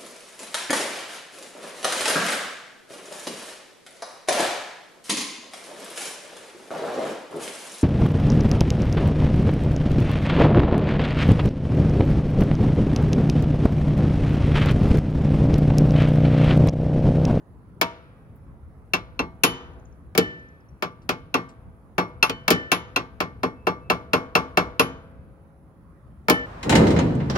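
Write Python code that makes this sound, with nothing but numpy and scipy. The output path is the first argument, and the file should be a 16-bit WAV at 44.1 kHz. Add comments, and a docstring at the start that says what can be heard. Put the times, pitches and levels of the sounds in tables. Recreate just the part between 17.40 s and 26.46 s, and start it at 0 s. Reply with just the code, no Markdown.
"""Far traffic rumbles under a faint fizz of insects; then hammer blows clank close by, as a screwdriver
is driven against an oil filter can in an engine bay. Each impact excites the crowded modes of the sheet
metal, a clatter, and the separate modes of can, block and tools, while rods and pipes ring on.
Faint ticks fall between the blows and a small bird chips and whistles a few times.
A two-port microphone hears the blows earlier and brighter on the left."""
import sys
import numpy as np
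from scipy import signal
from scipy.fft import rfft, irfft, next_fast_len
from scipy.io import wavfile
from scipy.ndimage import uniform_filter1d

SR = 44100
rng = np.random.default_rng(int(sys.argv[2]) if len(sys.argv) > 2 else 0)


def transcribe(u):
    """Save the signal u as a 16-bit wav file named by the first command-line argument.

    u: samples, shape (n,) or (channels, n), limited to [-1, 1]; the rate is SR.
    q: integer samples, one column per channel.
    """
    v = np.clip(np.atleast_2d(u).T, -1, 1)
    q = np.round(v * 32767).astype(np.int16)
    wavfile.write(sys.argv[1], SR, q)


N = 399546

# Hammer blows (force on the can, thud in the block, sharpness of contact, ring of driver and hammer):
# start_s, force_db, thud_db, treble_db, ping_db, hammer_db
BLOWS = [(0.413, -20, -22.5, -8, -46, -60), (1.5359, -23, -27.5, -17, -13, -60),
         (1.7925, -24.5, -24, -27.5, -18, -68), (2.0356, -19.5, -20.5, -1.5, -12, -29),
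         (2.7502, -29, -26, -27.5, -50, -68), (2.777, -23.5, -13, -2.5, -49, -49),
         (3.4234, -24.5, -26.5, -24, -39.5, -65), (3.691, -23.5, -24, -17.5, -33, -61),
         (3.9416, -19.5, -21.5, -19.5, -19, -57), (4.581, -17.5, -20.5, -22, -25.5, -58.5),
         (4.8273, -17.5, -31.5, -12.5, -6.5, -40), (4.8956, -30.5, -24.5, -21.5, -52, -69),
         (5.0797, -17, -24, -9, -17.5, -78), (5.1041, -23.5, -14, -4, -34, -48),
         (5.317, -18.5, -23, -10, -14, -37), (5.5613, -21, -25, -18.5, -14, -69),
         (5.8034, -23, -23.5, -22, -29, -67), (6.0326, -22.5, -21, -27.5, -28, -59.5),
         (6.2693, -19, -21, -25.5, -22, -59.5), (6.4998, -17.5, -21, -18.5, -16.5, -54),
         (6.733, -15.5, -18, -17, -18, -50), (6.9524, -15.5, -19, -14.5, -13, -51),
         (7.1726, -14.5, -18.5, -15.5, -14.5, -54), (7.395, -17, -18, -11.5, -14, -36.5),
         (8.8835, -14, -18, -16, -50.5, -71), (8.898, -18, -12.5, -3.5, -47, -41.5)]
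# Modes of the loose cover: pitch_hz; and level_db, t60_s
COVER_PITCHES = [940, 660]
COVER_MODES = [(2.5, 0.28), (-4, 0.33)]


def amp(db):
    return 10 ** (np.asarray(db) / 20)


def unit_rms(x):
    return x / np.sqrt(np.mean(x ** 2) + 1e-20)


def curve_at(points, hz):
    """Interpolate (frequency_hz, value) points on a logarithmic frequency axis."""
    frequency, value = np.transpose(points)
    return np.interp(np.log(hz + 1), np.log(frequency + 1), value)


def add(mix, start_s, sound):
    part = mix[..., round(start_s * SR):][..., :sound.shape[-1]]
    part += sound[..., :part.shape[-1]]


def noise_pair(correlation, hz, shape):
    """Partial coherence: left and right noise spectra share a part that depends on frequency."""
    a, b, c, d = rng.standard_normal((4,) + shape)
    left, independent = a + 1j * b, c + 1j * d
    share = np.clip(curve_at(correlation, hz), -1, 1).reshape((-1,) + (1,) * (len(shape) - 1))
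    return np.array([left, share * left + np.sqrt(1 - share ** 2) * independent])


def traffic(hz, frame_s):
    """Incoherent sources sum to a wash: its magnitude drifts in patches and swells most in the bass."""
    spectrum = [(22, -43), (35, -27), (55, 5.5), (80, -9.5), (120, -6.5), (240, -15.5), (550, -28.5),
                (1200, -31), (2000, -43), (3200, -55), (7500, -62.5), (12500, -68), (15800, -61),
                (16500, -83)]  # traffic noise: frequency_hz, density_db
    wash_levels = [(0.0, -53), (1.998, -52), (4.001, -54), (7.272, -51), (8.248, -55), (9.06, -50.5)]  # slow swell of the whole wash: time_s, level_db
    rumble_levels = [(0.0, -59), (1.61, -53), (1.89, -48), (3.23, -61), (3.81, -55), (7.37, -55),
                     (8.15, -59.5), (9.06, -54)]  # swell of the deepest rumble: time_s, level_db
    patches = rng.standard_normal((len(hz), len(frame_s)))
    patches = unit_rms(uniform_filter1d(uniform_filter1d(patches, 14, 0), 8, 1))
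    wash_db = np.interp(frame_s, *np.transpose(wash_levels))
    rumble_db = np.interp(frame_s, *np.transpose(rumble_levels))
    swell_db = wash_db.mean() + (wash_db - wash_db.mean()) * (0.76 + 0.44 / (1 + (hz / 300) ** 2))
    swell_db += (rumble_db - rumble_db.mean()) / (1 + (hz / 75) ** 4)
    return amp(curve_at(spectrum, hz) + 1.8 * patches + swell_db + 4.0)


def insects(hz, frame_s, centre_hz=10450, width_hz=1500):
    """Amplitude modulation: the magnitude of a narrow treble band throbs quickly and at random."""
    throb_db = 1.9 * unit_rms(rng.standard_normal(len(frame_s)))
    return amp(-103 + throb_db) * np.exp(-((hz - centre_hz) / width_hz) ** 2)


def distant_field():
    """Traffic and insects add in power; the two ports are coherent mainly at long wavelengths."""
    correlation = [(30, .4), (70, .7), (180, .9), (550, .8), (1650, 0.05), (15000, 0.05)]  # likeness of the ports: frequency_hz, correlation
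    balance = [(60, 1.8), (1650, -4), (5000, 0), (11000, 9)]  # lean of the distant sound: frequency_hz, left_minus_right_db
    frame_s = np.arange(N // 512 + 5) * 512 / SR
    hz = np.fft.rfftfreq(2048, 1 / SR)[:, None]
    magnitude = np.hypot(traffic(hz, frame_s), insects(hz, frame_s))
    sides = amp(np.array([.5, -.5])[:, None, None] * curve_at(balance, hz))
    spectra = noise_pair(correlation, hz[:, 0], magnitude.shape) * sides * magnitude
    return signal.istft(spectra, nperseg=2048, noverlap=1536)[1][:, :N]


def decay_factors(rebound_s=.04, square_ping_db=-40):
    """Contact damping: a quick rebound chokes a blow's clatter, and a glancing blow shortens it."""
    start_s, ping_db = np.transpose(BLOWS)[[0, 4]]
    choked = np.diff(start_s, append=np.inf) < rebound_s
    return np.where(choked, .44, np.where(ping_db > square_ping_db, 1, 0.71))


def bay_shake_db():
    """Structural coupling: forceful, sharp or steely blows pass more energy to the whole bay."""
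    force_db, treble_db, hammer_db = np.transpose(BLOWS)[[1, 3, 5]]
    steely_db = np.maximum(hammer_db + 40, 0)
    return (1.38 + 0.19 * (force_db - force_db.mean())
            + 0.1 * (treble_db - treble_db.mean()) + 0.25 * steely_db)


def sheet_clatter():
    """High modal density: struck sheet metal acts as noise decaying in half-octave bands."""
    spectrum = [(50, -35), (100, -13.5), (170, -8.5), (400, -6), (800, -12), (1200, -8), (2200, -22.5),
                (3500, -27.5), (6500, -30), (8200, -38.5), (11500, -33), (15800, -33), (16600, -57.5)]  # response of the sheet metal: frequency_hz, density_db
    clatter_decay = [(100, 0.41), (300, 0.2), (1000, 0.12), (3000, 0.12), (8000, 0.079), (16000, 0.041)]  # its decay after a square blow: frequency_hz, t60_s
    tail_levels = [(100, -29.5), (400, -19), (1200, -24), (3000, -25.5), (7000, -24), (16000, -10.5)]  # after-ring of the bay: frequency_hz, level_db
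    tail_decay = [(100, 1), (400, 0.44), (1200, 0.5), (3000, 0.37), (7000, 0.3), (16000, 0.053)]  # its decay before the shake lengthens it: frequency_hz, t60_s
    correlation = [(60, 0.93), (200, 0.82), (1000, 0.75), (4000, 0.08), (15000, 0.23)]  # likeness of the ports: frequency_hz, correlation
    colour_hz = (350, 1000, 3000, 9000)  # where thud, force, crack and treble set the level
    size = 2 ** 15
    hz, t = np.fft.rfftfreq(size, 1 / SR), np.arange(size) / SR
    early = t[:size // 4]
    colour = amp(curve_at(spectrum, hz))
    responses = np.array([noise_pair(correlation, hz, hz.shape) * colour for _ in range(2)])
    lot = rng.random(hz.shape)
    lasting_share = hz[1] / 28 * (1 + (hz / 5000) ** 2)  # lasting modes crowd together in the treble
    lasting = responses * (lot < lasting_share) / np.sqrt(np.minimum(lasting_share, 1))
    crowd = responses * np.sqrt(np.where(lot < hz[1] / 250, 60 / hz[1], .76))  # a few lead the clank
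    spots = .55 * rng.standard_normal(len(BLOWS))  # the point of impact blends the two responses
    blows = list(zip(BLOWS, decay_factors(), bay_shake_db(), spots))
    out = np.zeros((2, N))
    for octave in np.arange(11, 30) / 2:
        band_hz = 2 ** octave
        band = np.cos(np.pi * np.clip(np.log2(hz + 1) - octave, -.5, .5)) ** 2
        dense, sparse = irfft(band * np.array([crowd, lasting]), size)
        rise = 1 - np.exp(-(t / (.0005 + .9 / band_hz)) ** 2)  # treble starts at once, bass swells
        room_t60 = 1.1 / (0.5 + (band_hz / 5000) ** 2)
        for (start_s, force_db, thud_db, treble_db, *_), decay_factor, shake_db, spot in blows:
            crack_db = min(0.5 + 0.77 * treble_db, -6.5)
            sizzle_db = (treble_db + force_db) / 2 - 2.5
            hit_db = curve_at(list(zip(colour_hz, (thud_db, force_db, crack_db, treble_db))), band_hz)
            tail_db = curve_at(list(zip(colour_hz, (thud_db, force_db, crack_db, sizzle_db))), band_hz)
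            tail_db += curve_at(tail_levels, band_hz) + shake_db
            tail_t60 = curve_at(tail_decay, band_hz) * amp(0.91 * shake_db / (1 + band_hz / 6000))
            body = amp(-60 * early / (decay_factor * curve_at(clatter_decay, band_hz)))
            snap = amp(-7 - 60 * early / 0.028)  # first contact of steel on sheet
            clank = rise * (np.cos(spot) * dense[0] + np.sin(spot) * dense[1])
            tail = rise * (np.cos(spot) * sparse[0] + np.sin(spot) * sparse[1])
            room_echo = amp(hit_db - 40 - 60 * t / room_t60) * rise * dense[1, ::-1]
            add(out, start_s, amp(hit_db) * (body + snap) * clank[:, :len(early)])
            add(out, start_s, amp(tail_db - 60 * t / tail_t60) * tail + room_echo)
    return amp(67) * out


def ring(pitches_hz, modes, drive_db, t, spread_db):
    """Modal superposition: damped sines, among which each blow shares its force a little differently."""
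    level_db, t60 = np.transpose(modes)[:, :, None]
    chance = rng.standard_normal((len(modes), 2))
    envelopes = amp(drive_db + level_db + spread_db * chance[:, :1] - 60 * t / t60)
    return (envelopes * np.sin(2 * np.pi * (np.outer(pitches_hz, t) + chance[:, 1:]))).sum(0)


def can_block_and_cover(force_db, thud_db, decay_factor, t):
    """Resonant build-up: the bodies take milliseconds to answer, the heavy block longest."""
    can_hz = [170, 376, 742, 872, 944, 1003, 1049, 1092, 1150, 1173, 1326, 1429, 1722, 2115, 2180, 3396,
              4290, 5540]  # modes of the filter can: pitch_hz
    can_modes = [(-5, 0.057), (-3, 0.078), (-3, .1), (-7.5, 0.2), (-24, 0.19), (-18, 0.14), (-2.5, 0.14),
                 (-11, 0.09), (-4, 0.18), (-12.5, 0.37), (-1.5, 0.08), (-23, .3), (-19.5, .25), (-21, 0.18),
                 (-17, 0.3), (-25, .2), (-20.5, 0.15), (-21, 0.18)]  # level_db, t60_s
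    block_hz = [250, 308, 454, 627, 800, 1361, 1835]  # modes of the engine block: pitch_hz
    block_modes = [(-3.5, 0.15), (-5.5, 0.15), (1, 0.11), (-4, 0.071), (-13, 0.18), (-11, 0.15),
                   (-13, 0.29)]  # level_db, t60_s
    can = ring(can_hz, can_modes, force_db - 8 * (1 - decay_factor), t, spread_db=1.8)
    block = ring(block_hz, block_modes, 1.515 * thud_db + 9.5, t, spread_db=3.1)
    block *= 1 - np.exp(-(t / 0.0069) ** 2)
    cover = ring(COVER_PITCHES, COVER_MODES, force_db - 38, t, spread_db=.8)
    return (can + block + cover) * (1 - np.exp(-t / 0.005))


def tools_and_bracket(ping_db, hammer_db, bracket_db, t):
    """Free vibration of stiff steel: driver, hammer head and bracket ping high, almost at once."""
    driver_hz = [2697, 4090, 4125, 5760]  # modes of the screwdriver: pitch_hz
    driver_modes = [(1.5, 0.069), (-4.5, 0.038), (-41, 0.37), (-13, 0.08)]  # level_db, t60_s
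    hammer_hz = [11051, 13180, 6480]  # modes of the hammer head: pitch_hz
    hammer_modes = [(11, .15), (6, 0.11), (-11.5, .4)]  # level_db, t60_s
    bracket_hz = [3011, 3640, 4410]  # modes of the bracket: pitch_hz
    bracket_modes = [(11, 0.38), (-2.5, .2), (-0.5, 0.22)]  # level_db, t60_s
    driver = ring(driver_hz, driver_modes, ping_db, t, spread_db=0.38)
    hammer = ring(hammer_hz, hammer_modes, hammer_db, t, spread_db=0.69)
    bracket = ring(bracket_hz, bracket_modes, bracket_db, t, spread_db=0.95)
    return (driver + hammer + bracket) * (1 - np.exp(-t / 0.00027))


def pipes_and_rod(pipes_db, rod_db, t):
    """Light damping: pipes and a rod lose energy slowly and outlast the clatter."""
    pipe_hz = [431, 501, 550, 659, 1109, 1351]  # modes of the pipes: pitch_hz
    pipe_modes = [(-53, 9.2), (-37, 2.2), (-45, 5.5), (-36, 1.6), (-32, 0.71), (-38.5, 0.57)]  # level_db, t60_s
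    rod_hz = [1776]  # mode of the rod: pitch_hz
    rod_mode = [(14, .7)]  # level_db, t60_s
    pipes = ring(pipe_hz, pipe_modes, pipes_db, t, spread_db=2.2)
    rod = ring(rod_hz, rod_mode, rod_db, t, spread_db=.8)
    return (pipes + rod) * (1 - np.exp(-t / .01))


def ringing_parts(skip_s=.1):
    """Impulse excitation: every blow sets the separate parts ringing at their natural frequencies."""
    t, out = np.arange(2 * SR) / SR, np.zeros(N)
    early = t[:SR // 2]
    skips = np.diff(np.transpose(BLOWS)[0], prepend=-np.inf) < skip_s
    for blow, decay_factor, shake_db, skipped in zip(BLOWS, decay_factors(), bay_shake_db(), skips):
        start_s, force_db, thud_db, treble_db, ping_db, hammer_db = blow
        if skipped:  # a quick second strike: the hammer slips past the driver on to the block
            bracket_db, rod_db = -31.5 + .55 * thud_db, 9 + hammer_db
        else:
            bracket_db, rod_db = -18.5 + 0.82 * treble_db + 0.5 * hammer_db, -np.inf
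        bodies = can_block_and_cover(force_db, thud_db, decay_factor, early)
        pings = tools_and_bracket(ping_db, hammer_db, bracket_db, early)
        add(out, start_s - .0003, bodies + pings)
        add(out, start_s, pipes_and_rod(force_db + shake_db, rod_db, t))
    return out


def loose_cover():
    """Shock excitation: a few blows jolt the loose cover into its two modes."""
    jolts = [(0.413, -25), (1.7923, -39.5), (7.395, -48.5), (8.898, -43)]  # jolts of the cover: start_s, level_db
    t, out = np.arange(SR // 2) / SR, np.zeros(N)
    rise = 1 - np.exp(-t / 0.00077)
    for start_s, level_db in jolts:
        add(out, start_s, ring(COVER_PITCHES, COVER_MODES, level_db, t, spread_db=0.52) * rise)
    return out


def ticks(t60_s=0.11):
    """Band-limited transients: quickly decaying noise makes faint dry ticks between the blows."""
    bursts = [(.958, -63, 13400, 4000), (3.619, -64.5, 4740, 3050), (4.09, -55.5, 5100, 4980)]  # ticks: start_s, level_db, centre_hz, width_hz
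    t, out = np.arange(4096) / SR, np.zeros(N)
    hz = np.fft.rfftfreq(len(t), 1 / SR)
    for start_s, level_db, centre_hz, width_hz in bursts:
        band = np.exp(-((hz - centre_hz) / width_hz) ** 2)
        noise = unit_rms(irfft(rfft(rng.standard_normal(len(t))) * band))
        add(out, start_s, amp(level_db - 60 * t / t60_s) * noise)
    return out


def bird(chip_s=0.013, chip_pitch_ratio=0.68, echo_t60_s=0.51):
    """Frequency modulation: a tone falls steeply in chips or holds in whistles, with an outdoor echo."""
    chips = [(2.33, -70.5, 7450), (2.393, -64.5, 7500), (2.45, -56.5, 7600), (2.521, -64.5, 7170),
             (2.992, -63.5, 7300), (3.083, -62.5, 7300), (3.202, -68, 6400)]  # falling chips: start_s, level_db, start_pitch_hz
    whistles = [(3.283, -62.5, 5800, .018), (6.106, -66.5, 2620, 0.21), (6.377, -64, 2620, 0.17)]  # level notes: start_s, level_db, pitch_hz, length_s
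    calls = [(start_s, db, hz, chip_pitch_ratio * hz, chip_s) for start_s, db, hz in chips]
    calls += [(start_s, db, hz, hz, length_s) for start_s, db, hz, length_s in whistles]
    out = np.zeros(N)
    for start_s, level_db, from_hz, to_hz, length_s in calls:
        hz = np.linspace(from_hz, to_hz, round(length_s * SR))
        hz *= 1 + .12 * uniform_filter1d(rng.standard_normal(len(hz)), size=40)  # a slightly husky voice
        add(out, start_s, amp(level_db) * np.hanning(len(hz)) * np.sin(2 * np.pi * np.cumsum(hz) / SR))
    t = np.arange(SR // 5) / SR
    echo = rng.standard_normal(len(t)) * amp(-60 * t / echo_t60_s)
    return out + amp(-9) * signal.oaconvolve(out, echo / np.linalg.norm(echo))[:N]


def microphone_ports(sound):
    """Acoustic shadow and path difference: the housing dulls and delays sound at the right port."""
    shadow = [(60, 3.5), (400, 0.5), (1200, 2), (3000, 0), (7000, 7), (11000, 11.5), (15000, 20.5)]  # loss at the right port: frequency_hz, loss_db
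    lag = [(300, 8.5), (1200, 8.34), (3000, 19.74), (16000, 15)]  # right port behind left: frequency_hz, lag_samples
    size = next_fast_len(N + 64)
    hz = np.fft.rfftfreq(size, 1 / SR)
    half_lead = np.exp(1j * np.pi * hz * curve_at(lag, hz) / SR)
    response = np.array([half_lead, amp(-curve_at(shadow, hz)) / half_lead])
    return irfft(rfft(sound, size) * response, size)[:, :N]


def scene():
    """Superposition: blows, ticks and bird pass the housing and add to the distant field."""
    sources = sheet_clatter() + ringing_parts() + loose_cover() + ticks() + bird()
    return microphone_ports(sources) + distant_field()


def record(dry, low_cut_hz=35, high_cut_hz=16800):
    """Soft saturation rounds the loudest peaks; filters then cut the deepest bass and the top treble."""
    saturated = 1.362 * np.tanh(dry / 1.195)
    high_pass = signal.butter(2, low_cut_hz, "high", fs=SR, output="sos")
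    low_pass = signal.firwin(255, high_cut_hz, window=("kaiser", 9), fs=SR)
    return signal.oaconvolve(signal.sosfilt(high_pass, saturated), low_pass[None], "same")


dry = scene()
out = record(dry)
transcribe(out)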